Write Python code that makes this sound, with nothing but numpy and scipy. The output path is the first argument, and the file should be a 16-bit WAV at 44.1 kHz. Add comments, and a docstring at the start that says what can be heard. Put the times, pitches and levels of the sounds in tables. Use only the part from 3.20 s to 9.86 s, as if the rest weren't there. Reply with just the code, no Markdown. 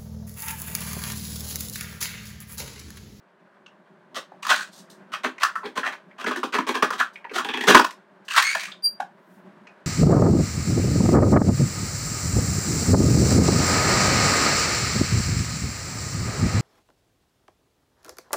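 """A hand-lever chopper on a stone counter presses a piece of squash through its blade grid, in a small quiet kitchen.
The plastic pusher slides down and knocks in its guide: clusters of contacts ring the housing and thud the base.
Bursts of tiny cracks or grating contacts follow, then the squash judders through the grid and the pusher slams home.
The lever is lifted again with a scrape of clumped slips, a stick-slip squeal and squeak, and a last knock.
Beneath lie coloured room air, a low rumble of handling and the faint brush of a sleeve."""
import sys
import numpy as np
from scipy import signal
from scipy.fft import rfft, irfft
from scipy.io import wavfile
from scipy.ndimage import uniform_filter1d

SR = 44100
rng = np.random.default_rng(int(sys.argv[2]) if len(sys.argv) > 2 else 0)


def unload_audio(sound):
    """Save the sound as a 16-bit wav file, at the path given as the first command line argument."""
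    columns = np.transpose(np.atleast_2d(sound))
    # keep every value between -1 and 1, then stretch to whole-number steps
    steps = np.round(np.clip(columns, -1, 1) * 32767)
    wavfile.write(sys.argv[1], SR, steps.astype(np.int16))


N = 293706
TIME = np.arange(N) / SR
# Event levels below are relative: the room and the final mix come after them.


def from_db(db):
    """Decibels to amplitude."""
    return 10 ** (np.asarray(db) / 20)


def rms_one(x):
    """Scale to an RMS of 1."""
    return x / np.sqrt(np.mean(x ** 2) + 1e-20)


def noise(size=N):
    """White noise."""
    return rng.standard_normal(size)


def at_hz(points, hz):
    """Read a table of (frequency, value) on a logarithmic frequency axis."""
    table_hz, values = np.array(points).T
    return np.interp(np.log(hz + 1e-9), np.log(table_hz), values)


def cut(x, hz, kind, order=2):
    """Butterworth filter."""
    return signal.sosfilt(signal.butter(order, hz, kind, fs=SR, output="sos"), x)


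def colour(x, points, size=1024):
    """Causal (minimum-phase) filter with the given spectrum."""
    magnitude = from_db(at_hz(points, np.fft.rfftfreq(size, 1 / SR)))
    cepstrum = irfft(np.log(magnitude))
    # folding the cepstrum onto positive time makes the phase minimal
    cepstrum[1:size // 2] *= 2
    cepstrum[size // 2 + 1:] = 0
    impulse_response = irfft(np.exp(rfft(cepstrum)))
    return signal.fftconvolve(x, impulse_response)[:len(x)]


def resonate(x, modes, vary_db, detune=0):
    """Parallel resonances; each call draws their proportions and, with detune, small pitch shifts."""
    out = 0
    for k, (hz, width, db) in enumerate(modes):
        r = np.exp(-np.pi * width / SR)
        sign = (-1) ** k
        gain = sign * from_db(db + vary_db * rng.standard_normal()) * (1 - r * r) / 2
        hz = hz * (1 + detune * rng.uniform(-1, 1))
        poles = [1, -2 * r * np.cos(2 * np.pi * hz / SR), r * r]
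        out = out + signal.lfilter([gain, 0, -gain], poles, x + 1e-18)
    return out


def grains(per_s, spread_db, size=N):
    """Tiny random snaps of uneven strength and either sign."""
    born = rng.random(size) < per_s / SR
    strength = from_db(spread_db * np.minimum(rng.exponential(1, size), 3))
    return born * strength * rng.choice([-1, 1], size)


def clumps(depth_db, rate_hz, size=N):
    """A gain that wavers at random."""
    wander = rms_one(cut(noise(size), rate_hz, "low")).clip(-2, 2)
    return from_db(depth_db * wander)


SWELL_DB, FADE_IN_DB = 13.5, 31   # how far below their peak a burst and a sustained sound set in


def envelope(t, peak_s, swell_s, hold_s, fade_s, rise_db):
    """Sets in, swells to 1, holds, then dies away."""
    swell_s = max(swell_s, 1e-3)
    started = t >= peak_s - swell_s
    rise = from_db(rise_db * np.clip((t - peak_s) / swell_s, -1, 0)) * started
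    return rise * np.exp(-(t - peak_s - hold_s).clip(0) / max(fade_s, 1e-3))


def swelling(s, db, swell_s, hold_s, fade_s):
    """The gain in time of one sustained sound."""
    return from_db(db) * envelope(TIME, s, swell_s, hold_s, fade_s, FADE_IN_DB)


def add(track, start_s, x, db, size):
    """Mix a sound in so that its loudest stretch of `size` samples has the given RMS level."""
    i = round(start_s * SR)
    x = x[:N - i]
    loudest = np.sqrt(uniform_filter1d(x * x, size).max() + 1e-20)
    track[i:i + len(x)] += x * from_db(db) / loudest


# Colour of the kitchen air: (frequency [Hz], gain [dB])
AIR = [(250, -11), (380, 4.5), (460, -5), (600, 3.5), (720, -3.5), (1050, -0.5), (1340, -6), (1550, -2),
       (2200, -13.5), (4400, -25.5), (5200, -30), (7000, -35), (8500, -36), (16000, -49)]
# Background course: (time [s], air level [dB], handling rumble level [dB])
QUIET = [(0, -59.5, -65), (.9, -58, -56), (1.8, -54.5, -56.5), (4.9, -57.5, -60.5), (6.05, -57, -57.5),
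         (6.3, -54.5, -51), (6.66, -54, -59)]
# A sleeve brushing past: (time at full level [s], level [dB], swell [s], hold [s], fade [s])
SLEEVE = (6.14, -68, .3, .02, .05)


def background():
    """Steady room air, a lumpy low rumble of handling through loose parts, and a sleeve brushing past."""
    s, air_db, rumble_db = np.transpose(QUIET)
    air = cut(colour(noise(), AIR), 280, "high")
    air = rms_one(air * clumps(depth_db=1.0, rate_hz=11))
    handling = noise() * clumps(depth_db=3.5, rate_hz=16)
    # (frequency [Hz], width [Hz], gain [dB])
    part_modes = [(187.9, 33, 0), (380.0, 27, -5.5), (604, 40, -12), (1000, 170, -18.5)]
    hum_of_parts = resonate(handling, part_modes, vary_db=1.5)
    rumble = rms_one(cut(hum_of_parts, 135, "high", order=3))
    sleeve = rms_one(cut(noise(), 3600, "high", order=1))
    air = air * from_db(np.interp(TIME, s, air_db))
    rumble = rumble * from_db(np.interp(TIME, s, rumble_db))
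    return air + rumble + sleeve * swelling(*SLEEVE)


# Resonances of the plastic housing: (frequency [Hz], width [Hz], gain [dB])
HOUSING = [(609, 96, -7), (745, 100, -6), (1035, 117, 1.5), (1221, 250, -2.5), (1525, 150, -2),
           (1685, 150, -2), (1934, 340, -6), (2580, 600, -13), (3370, 340, -17), (4400, 570, -21),
           (6070, 400, -28.5)]


def housing(force):
    """The hollow plastic body rings but radiates little bass."""
    return cut(resonate(force, HOUSING, vary_db=2, detune=.04), 480, "high", order=4)


# lower edge when level and thud are equal, and its rise for each dB less of thud
PRESSED_EDGE_HZ, EDGE_RISE_HZ_PER_DB = 300, 15.5


def pressed(x, db, thud_db):
    """A housing that stands loosely on the counter loses its lower ring."""
    edge_hz = PRESSED_EDGE_HZ + EDGE_RISE_HZ_PER_DB * (db - thud_db)
    return cut(x, np.clip(edge_hz, 100, 2000), "high")


def thump(force):
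    """The stone counter answers only in the deep bass."""
    return cut(cut(force, 130, "low"), 25, "high")


# Resonances of the base on the counter: (frequency [Hz], width [Hz], gain [dB])
BASE = [(199, 45, -6), (258, 32, 0.5), (318, 24, -2), (354, 50, -2.5), (428, 70, -1)]


def base(force):
    """The base booms; a weak deep thump passes into the counter."""
    boom = cut(resonate(force, BASE, vary_db=2.5), 195, "high", order=4)
    return cut(boom, 900, "low") + from_db(-38) * thump(force)


def part_ring(force, hz, db, width=.11):
    """The short ring of one plastic part; its pitch may glide, its width is a share of that pitch."""
    hz = hz * np.ones(len(force))
    turn = np.exp(2j * np.pi * np.cumsum(hz) / SR)
    r = np.exp(-np.pi * width * np.median(hz) / SR)
    # shift the pitch down to zero, smooth there, and shift it back
    smoothed = signal.lfilter([1 - r], [1, -r], force / turn + 1e-18)
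    rung = 2 * (turn * smoothed).real
    return from_db(db) * cut(rung, [0.69 * hz.min(), min(1.53 * hz.max(), 15000)], "band")


def chatter(t, fade_s):
    """Two surfaces seat against each other in a quick run of tiny contacts."""
    seating = 1 - np.exp(-t / .003)
    return grains(per_s=7300, spread_db=4.0, size=len(t)) * np.exp(-t / fade_s) * seating


# only the hardest blows shake the counter: offset [dB]; growth [dB per dB of thud]
THUMP_DB, THUMP_GROWTH = -1, 2.8
KNOCK_RING_DB, KNOCK_TICK = 7, .25   # gain of the part's ring; strength of the first contact
# Colour of plastic on plastic: (frequency [Hz], gain [dB])
PLASTIC = [(1500, -28.5), (2800, -3), (4200, 4), (5200, 0.5), (6300, -2), (8500, -7), (10000, -10.5),
           (14000, -14), (16000, -11)]
# Plastic parts striking each other:
# (time [s], level [dB], thud level of the base [dB], crack level [dB], ring [Hz])
KNOCKS = [(0.462, -44, -64, -53, 2920), (1.23, -34, -70, -43, 2410), (1.249, -29, -57, -48, 1170),
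          (1.266, -23.5, -64, -32, 1200), (1.932, -35, -72, -42, 1310), (2.181, -37, -66, -49, 1950),
          (2.232, -12.5, -64, -21, 1393), (2.983, -40, -58, -53, 1000), (3.042, -25.5, -34, -41.5, 1490),
          (3.066, -25, -27, -46, 616), (3.109, -22.5, -36, -42, 1100), (3.159, -26, -36, -39, 1750),
          (3.231, -19.5, -28.5, -39.5, 1028), (3.351, -21.5, -32, -40, 1055),
          (3.384, -17, -25.5, -39, 1000), (3.467, -30, -38, -43, 1050), (3.624, -11.5, -20, -30.5, 975),
          (3.704, -20.5, -37, -36, 1150), (4.044, -37, -52, -67, 1900), (4.181, -22, -45, -32.5, 1300),
          (4.547, 0.5, -11.5, -15.5, 1045), (4.595, -10.5, -25, -26.5, 990), (4.644, -17, -47, -30, 1030),
          (4.707, -41, -60, -41, 2130), (5.082, -30, -82, -39, 2920), (5.108, -24.5, -78, -36, 2730),
          (5.143, -23, -75, -38, 1360), (5.162, -16, -66, -22.5, 1360), (5.224, -19, -64, -23, 1890),
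          (5.349, -18, -58.5, -30, 1750), (5.405, -38.5, -76, -35.5, 2300), (5.431, -34, -76, -39, 1750),
          (5.453, -35, -76, -41, 2680), (5.481, -40, -76, -50, 1200), (5.518, -35.5, -75, -51, 3520),
          (5.802, -30, -51, -41.5, 1499), (6.47, -44.5, -54.5, -53.5, 2550)]


def knocks():
    """A hard contact with a brief chatter; the struck part adds its own short ring to the housing's."""
    out, size = np.zeros(N), 8000
    t = np.arange(size) / SR
    for s, db, thud_db, crack_db, ring_hz in KNOCKS:
        contacts = chatter(t, fade_s=0.0042)
        force = .19 * contacts + KNOCK_TICK * (t == 0)
        # lighter touches are softer and lose their top
        top_hz = np.clip(16000 * from_db(.5 * (crack_db + 37.5)), 3000, 18000)
        body = pressed(housing(force), db, thud_db) + part_ring(force, ring_hz, KNOCK_RING_DB)
        body = cut(body, min(top_hz, 6000), "low")
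        crack = cut(colour(contacts, PLASTIC), top_hz, "low", order=4)
        counter = cut(thump(force), 80, "low")
        add(out, s, base(force), thud_db, size=530)
        add(out, s, counter, THUMP_DB + THUMP_GROWTH * thud_db, size=530)
        add(out, s, body, db, size=530)
        add(out, s, crack, crack_db, size=530)
    return out


CREAK_RING_DB, CREAK_FADE_S, CREAK_GLIDE_S = 15, 0.0053, .025
CREAK_TOP_RATIO = 2.5   # upper edge against the ring's pitch
CREAK_TICK_DB = -33   # faint surface noise, against the creak's level
# Short creaks of the loaded plastic: (time [s], level [dB], ring [Hz], glide [octaves per s])
CREAKS = [(0.964, -33.5, 680, -16), (1.117, -40, 635, 0), (1.312, -16.5, 1410, 2), (1.345, -26, 1750, 3),
          (1.39, -27, 1400, 6), (2.245, -18, 1290, 0), (2.29, -29.5, 1280, 2), (2.354, -22, 1303, 3),
          (2.385, -37, 1250, -10), (2.43, -33.5, 1040, -12), (2.456, -38.5, 3340, -3),
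          (2.631, -23, 1394, -1), (2.91, -50.5, 2020, 2), (3.061, -24.5, 2500, -89), (3.797, -21, 1700, 1),
          (3.807, -15.5, 1306, 1), (3.956, -36, 2360, -14), (4.045, -33.5, 1000, -16),
          (4.094, -39, 2340, 0), (4.205, -28.5, 1350, -24), (5.175, -12, 1300, 0.5), (5.352, -27.5, 679, 0),
          (5.798, -23, 756, 0)]


def creaks():
    """A soft slip sets one part ringing, with hardly any crack."""
    out, size = np.zeros(N), 8000
    t = np.arange(size) / SR
    for s, db, ring_hz, glide in CREAKS:
        force = chatter(t, CREAK_FADE_S)
        gliding_hz = ring_hz * 2 ** (glide * np.minimum(t, CREAK_GLIDE_S))
        body = cut(housing(force), 0.65 * ring_hz, "high", order=4)
        rung = body + part_ring(force, gliding_hz, CREAK_RING_DB)
        rung = cut(rung, min(CREAK_TOP_RATIO * ring_hz, 15000), "low", order=4)
        add(out, s, rung, db, size=530)
        add(out, s, colour(force, PLASTIC), db + CREAK_TICK_DB, size=530)
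    return out


CRUNCH_FADE_S = 0.016   # every burst dies alike
# Colour of the crackle: (frequency [Hz], gain [dB])
CRACKLE = [(1500, -32), (2800, 4.5), (3700, 6), (5200, 0), (6200, -2), (7200, -6), (9000, -7.5),
           (10300, -16), (11500, -11.5), (13000, -18), (15300, -19.5)]
# Bursts of tiny cracks or grating contacts:
# (time of the peak [s], level [dB], thud level of the base [dB], crackle level [dB], swell [s])
CRUNCHES = [(0.971, -32, -46.5, -34, 0.026), (1.309, -15.5, -42, -20.5, .021),
            (1.943, -27.5, -75, -39, .024), (2.046, -21.5, -30, -36.5, 0.012),
            (2.233, -25, -68, -34, 0.034), (2.458, -35.5, -33, -62, 0.026),
            (2.579, -23.5, -34, -35.5, .024), (2.672, -23.5, -43.5, -37, .034),
            (2.726, -35, -57.5, -48, 0.0051), (3.014, -34, -47, -43, 0.033), (3.075, -26.5, -29, -36, .012),
            (3.118, -30, -37.5, -40, .0068), (3.172, -34.5, -32, -39, 0.0066),
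            (3.243, -35.5, -33.5, -38, .011), (3.348, -22, -30.5, -33, .024),
            (3.388, -28, -34, -49, 0.0099), (3.489, -22, -26.5, -33.5, .022),
            (3.553, -23.5, -31, -33, .011), (3.63, -23, -32, -30.5, .0085), (3.735, -29.5, -42, -39, .011),
            (3.802, -22, -43.5, -31.5, .022), (4.115, -42, -36.5, -62, 0.027), (4.164, -25, -32, -30, .028),
            (4.19, -27.5, -39, -35, .011), (4.485, -12, -15.5, -18, .015), (4.503, -14, -16.5, -19.5, .011),
            (4.546, -19, -25, -25, .011), (4.574, -15.5, -26, -22.5, 0.0051),
            (5.179, -13.5, -60, -18.5, .01)]


def crunches():
    """A swarm of tiny cracks or grating contacts sets in abruptly, swells and dies, direct and through the body."""
    out, size = np.zeros(N), 12000
    t = np.arange(size) / SR
    for s, db, thud_db, crackle_db, swell in CRUNCHES:
        strength = envelope(t, swell, swell, 0, CRUNCH_FADE_S, SWELL_DB)
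        # the strength wavers, so the snaps come in small avalanches
        strength = strength * clumps(depth_db=2.0, rate_hz=250, size=size)
        force = strength * grains(per_s=3000, spread_db=4.2, size=size)
        fine_grains = strength * grains(per_s=7000, spread_db=1.0, size=size)
        start_s = s - swell
        add(out, start_s, base(force), thud_db, size=900)
        add(out, start_s, pressed(housing(force), db, thud_db), db, size=900)
        add(out, start_s, colour(0.58 * force + fine_grains, CRACKLE), crackle_db, size=900)
    return out


SLIDE_RISE_DB, SLIDE_STOP_S = 12, 0.0287   # rise to the fastest moment; fade after the stop
SLIDE_RING_DB, SLIDE_WIDTH = -2, 0.34   # ring of the guide against the rasp; its width as a share of its pitch
# Colour of the rubbing: (frequency [Hz], gain [dB])
RASP = [(600, -16), (1300, 0), (2500, 0), (3400, -3.5), (4400, -3.5), (5200, -11), (6300, -8.5),
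        (7400, -12.5), (8600, -13), (10300, -22.5), (16000, -28)]
# The pusher rubs in its guide, down and up again: (start [s], fastest [s], stop [s], level [dB],
# slowing [dB per s], lower edge [Hz], first ring [Hz], last ring [Hz])
SLIDES = [(1.224, 1.338, 1.42, -28, 112, 1300, 1150, 1750),
          (5.085, 5.17, 5.46, -25.5, 46, 1700, 1600, 2350)]


def slides():
    """Wet plastic rasps in clumped slips: it speeds up, slows and stops, and the guide's ring rises."""
    slips = grains(per_s=4000, spread_db=3.5) * clumps(depth_db=3.5, rate_hz=75)
    out, rasp = 0, colour(slips, RASP)
    for start, fastest, stop, db, slowing, edge_hz, first_hz, last_hz in SLIDES:
        levels_db = [db - SLIDE_RISE_DB, db, db - slowing * (stop - fastest)]
        level = np.interp(TIME, [start, fastest, stop], levels_db)
        gain = from_db(level) * (TIME >= start) * np.exp(-(TIME - stop).clip(0) / SLIDE_STOP_S)
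        ring_hz = np.interp(TIME, [start, stop], [first_hz, last_hz])
        ring = rms_one(part_ring(slips, ring_hz, 0, SLIDE_WIDTH))
        rub = rms_one(cut(rasp, edge_hz, "high"))
        out = out + gain * (rub + from_db(SLIDE_RING_DB) * ring)
    return out


RUSTLE_FADE_S = 0.024
# Faint bright rustles: (time of the peak [s], level [dB], swell [s])
RUSTLES = [(1.54, -48, 0.023), (1.59, -49, .03), (1.702, -47.5, 0.0044), (2.355, -47.5, .003),
           (2.458, -52, .004), (3.936, -57, .004), (4.118, -56, 0.0051), (5.052, -56.5, .004)]


def rustles():
    """Thin crackle, too light to stir the housing."""
    gain = sum(from_db(db) * envelope(TIME, s, swell, 0, RUSTLE_FADE_S, SWELL_DB)
               for s, db, swell in RUSTLES)
    crackle = colour(grains(per_s=5000, spread_db=2.5), CRACKLE)
    return gain * rms_one(cut(crackle, 5800, "high"))


# thud and crackle levels against the slip; grating against the first snap, and its fade
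JUDDER_THUD_DB, JUDDER_CRACKLE_DB, JUDDER_GRATE_DB, JUDDER_FADE_S = -8.5, -13.5, -10, .03
# Resonances of the loaded blade grid: (frequency [Hz], width [Hz], gain [dB])
GRID = [(805, 130, -1.5), (1030, 130, -2), (1750, 170, -1), (2500, 400, -9), (3400, 300, -8)]
# Near the end of the stroke the squash judders through the grid in slips: (time [s], level [dB])
JUDDER_SLIPS = [(4.246, -27), (4.287, -25), (4.337, -24), (4.372, -25), (4.408, -24), (4.437, -24)]


def judder():
    """Each slip snaps the blade grid into a short ring and grates on as it fades."""
    out, size = np.zeros(N), 10000
    t = np.arange(size) / SR
    for s, db in JUDDER_SLIPS:
        grating = grains(per_s=3000, spread_db=3.5, size=size) * np.exp(-t / JUDDER_FADE_S)
        force = chatter(t, fade_s=.004) + from_db(JUDDER_GRATE_DB) * grating
        grid = cut(resonate(force, GRID, vary_db=2.5, detune=0.043), 500, "high")
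        add(out, s, grid, db, size=530)
        add(out, s, base(force), db + JUDDER_THUD_DB, size=530)
        add(out, s, colour(force, CRACKLE), db + JUDDER_CRACKLE_DB, size=530)
    return out


def stick_slip(hz, jitter, flutter_db, harmonics_db):
    """Regular slips make a tone whose pitch and strength tremble."""
    pitch = hz * (1 + jitter * rms_one(cut(noise(), 300, "low", order=4)))
    phase = 2 * np.pi * np.cumsum(pitch) / SR
    tone = sum(from_db(h) * np.sin((k + 1) * phase) for k, h in enumerate(harmonics_db))
    return rms_one(tone * clumps(flutter_db, rate_hz=240))


SQUEAK_HZ, SQUEAK_SAG_HZ_PER_S = 4746, 400
# Pitch of the squeal as the pusher is lifted: (time [s], pitch [Hz])
SQUEAL_PITCH = [(5.19, 1597), (5.25, 2143), (5.295, 2206), (5.335, 2350)]
# Swells of squeal and squeak: (time at full level [s], level [dB], swell [s], hold [s], fade [s])
SQUEAL = (5.252, -25.5, 0.06, 0.0448, 0.0477)
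SQUEAK = (5.645, -18.5, 0.021, 0.0168, 0.01)


def squeaks():
    """Stick-slip: a rough rising squeal on the way up, and a clean sagging squeak near the top."""
    rising_hz = np.interp(TIME, *np.transpose(SQUEAL_PITCH))
    squeal = stick_slip(rising_hz, jitter=.018, flutter_db=5, harmonics_db=[0, -8, -12, -19])
    sagging_hz = SQUEAK_HZ - SQUEAK_SAG_HZ_PER_S * (TIME - SQUEAK[0])
    squeak = stick_slip(sagging_hz, jitter=.002, flutter_db=.2, harmonics_db=[0, -14, -21])
    return swelling(*SQUEAL) * squeal + swelling(*SQUEAK) * squeak


WALL_ECHO_S, WALL_SMEAR_S = .015, .006
# Reverberation time of the kitchen: (frequency [Hz], time to fall by 60 dB [s])
ROOM_T60 = [(200, 0.18), (1000, 0.19), (4000, 0.2), (15000, 0.16)]


def kitchen(x, wet_db, wall_db):
    """The tiled wall and cupboards return a smeared echo, within a short diffuse tail."""
    size = 20000
    t = np.arange(size) / SR
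    edges = np.geomspace(100, 18000, 9)
    tail = 0
    for lo, hi in zip(edges, edges[1:]):
        decay = from_db(-60 * t / at_hz(ROOM_T60, np.sqrt(lo * hi)))
        tail = tail + cut(noise(size), [lo, hi], "band") * decay
    # the tail builds up after the first 4 ms
    tail = tail * np.clip((t - .004) / 0.0082, 0, 1)
    wall = noise(size) * np.exp(-t / WALL_SMEAR_S) * (t > WALL_ECHO_S)
    tail = from_db(wet_db) * tail / np.linalg.norm(tail)
    wall = from_db(wall_db) * wall / np.linalg.norm(wall)
    return x + signal.fftconvolve(x, tail + wall)[:N]


def scene():
    """The chopper in the kitchen, over the background."""
    chopper = knocks() + creaks() + crunches() + slides() + rustles() + judder() + squeaks()
    in_room = kitchen(chopper, wet_db=-9, wall_db=-11)
    return (from_db(-1.2) * in_room + background())[None]


CUTOFF_HZ = 15900


def record(dry):
    """The slam overloads the microphone, which clips hard; a steep filter cuts the top."""
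    clipped = np.clip(dry, -1, 1)
    return signal.sosfilt(signal.ellip(10, .1, 80, CUTOFF_HZ, fs=SR, output="sos"), clipped)


dry = scene()
out = record(dry)
unload_audio(out)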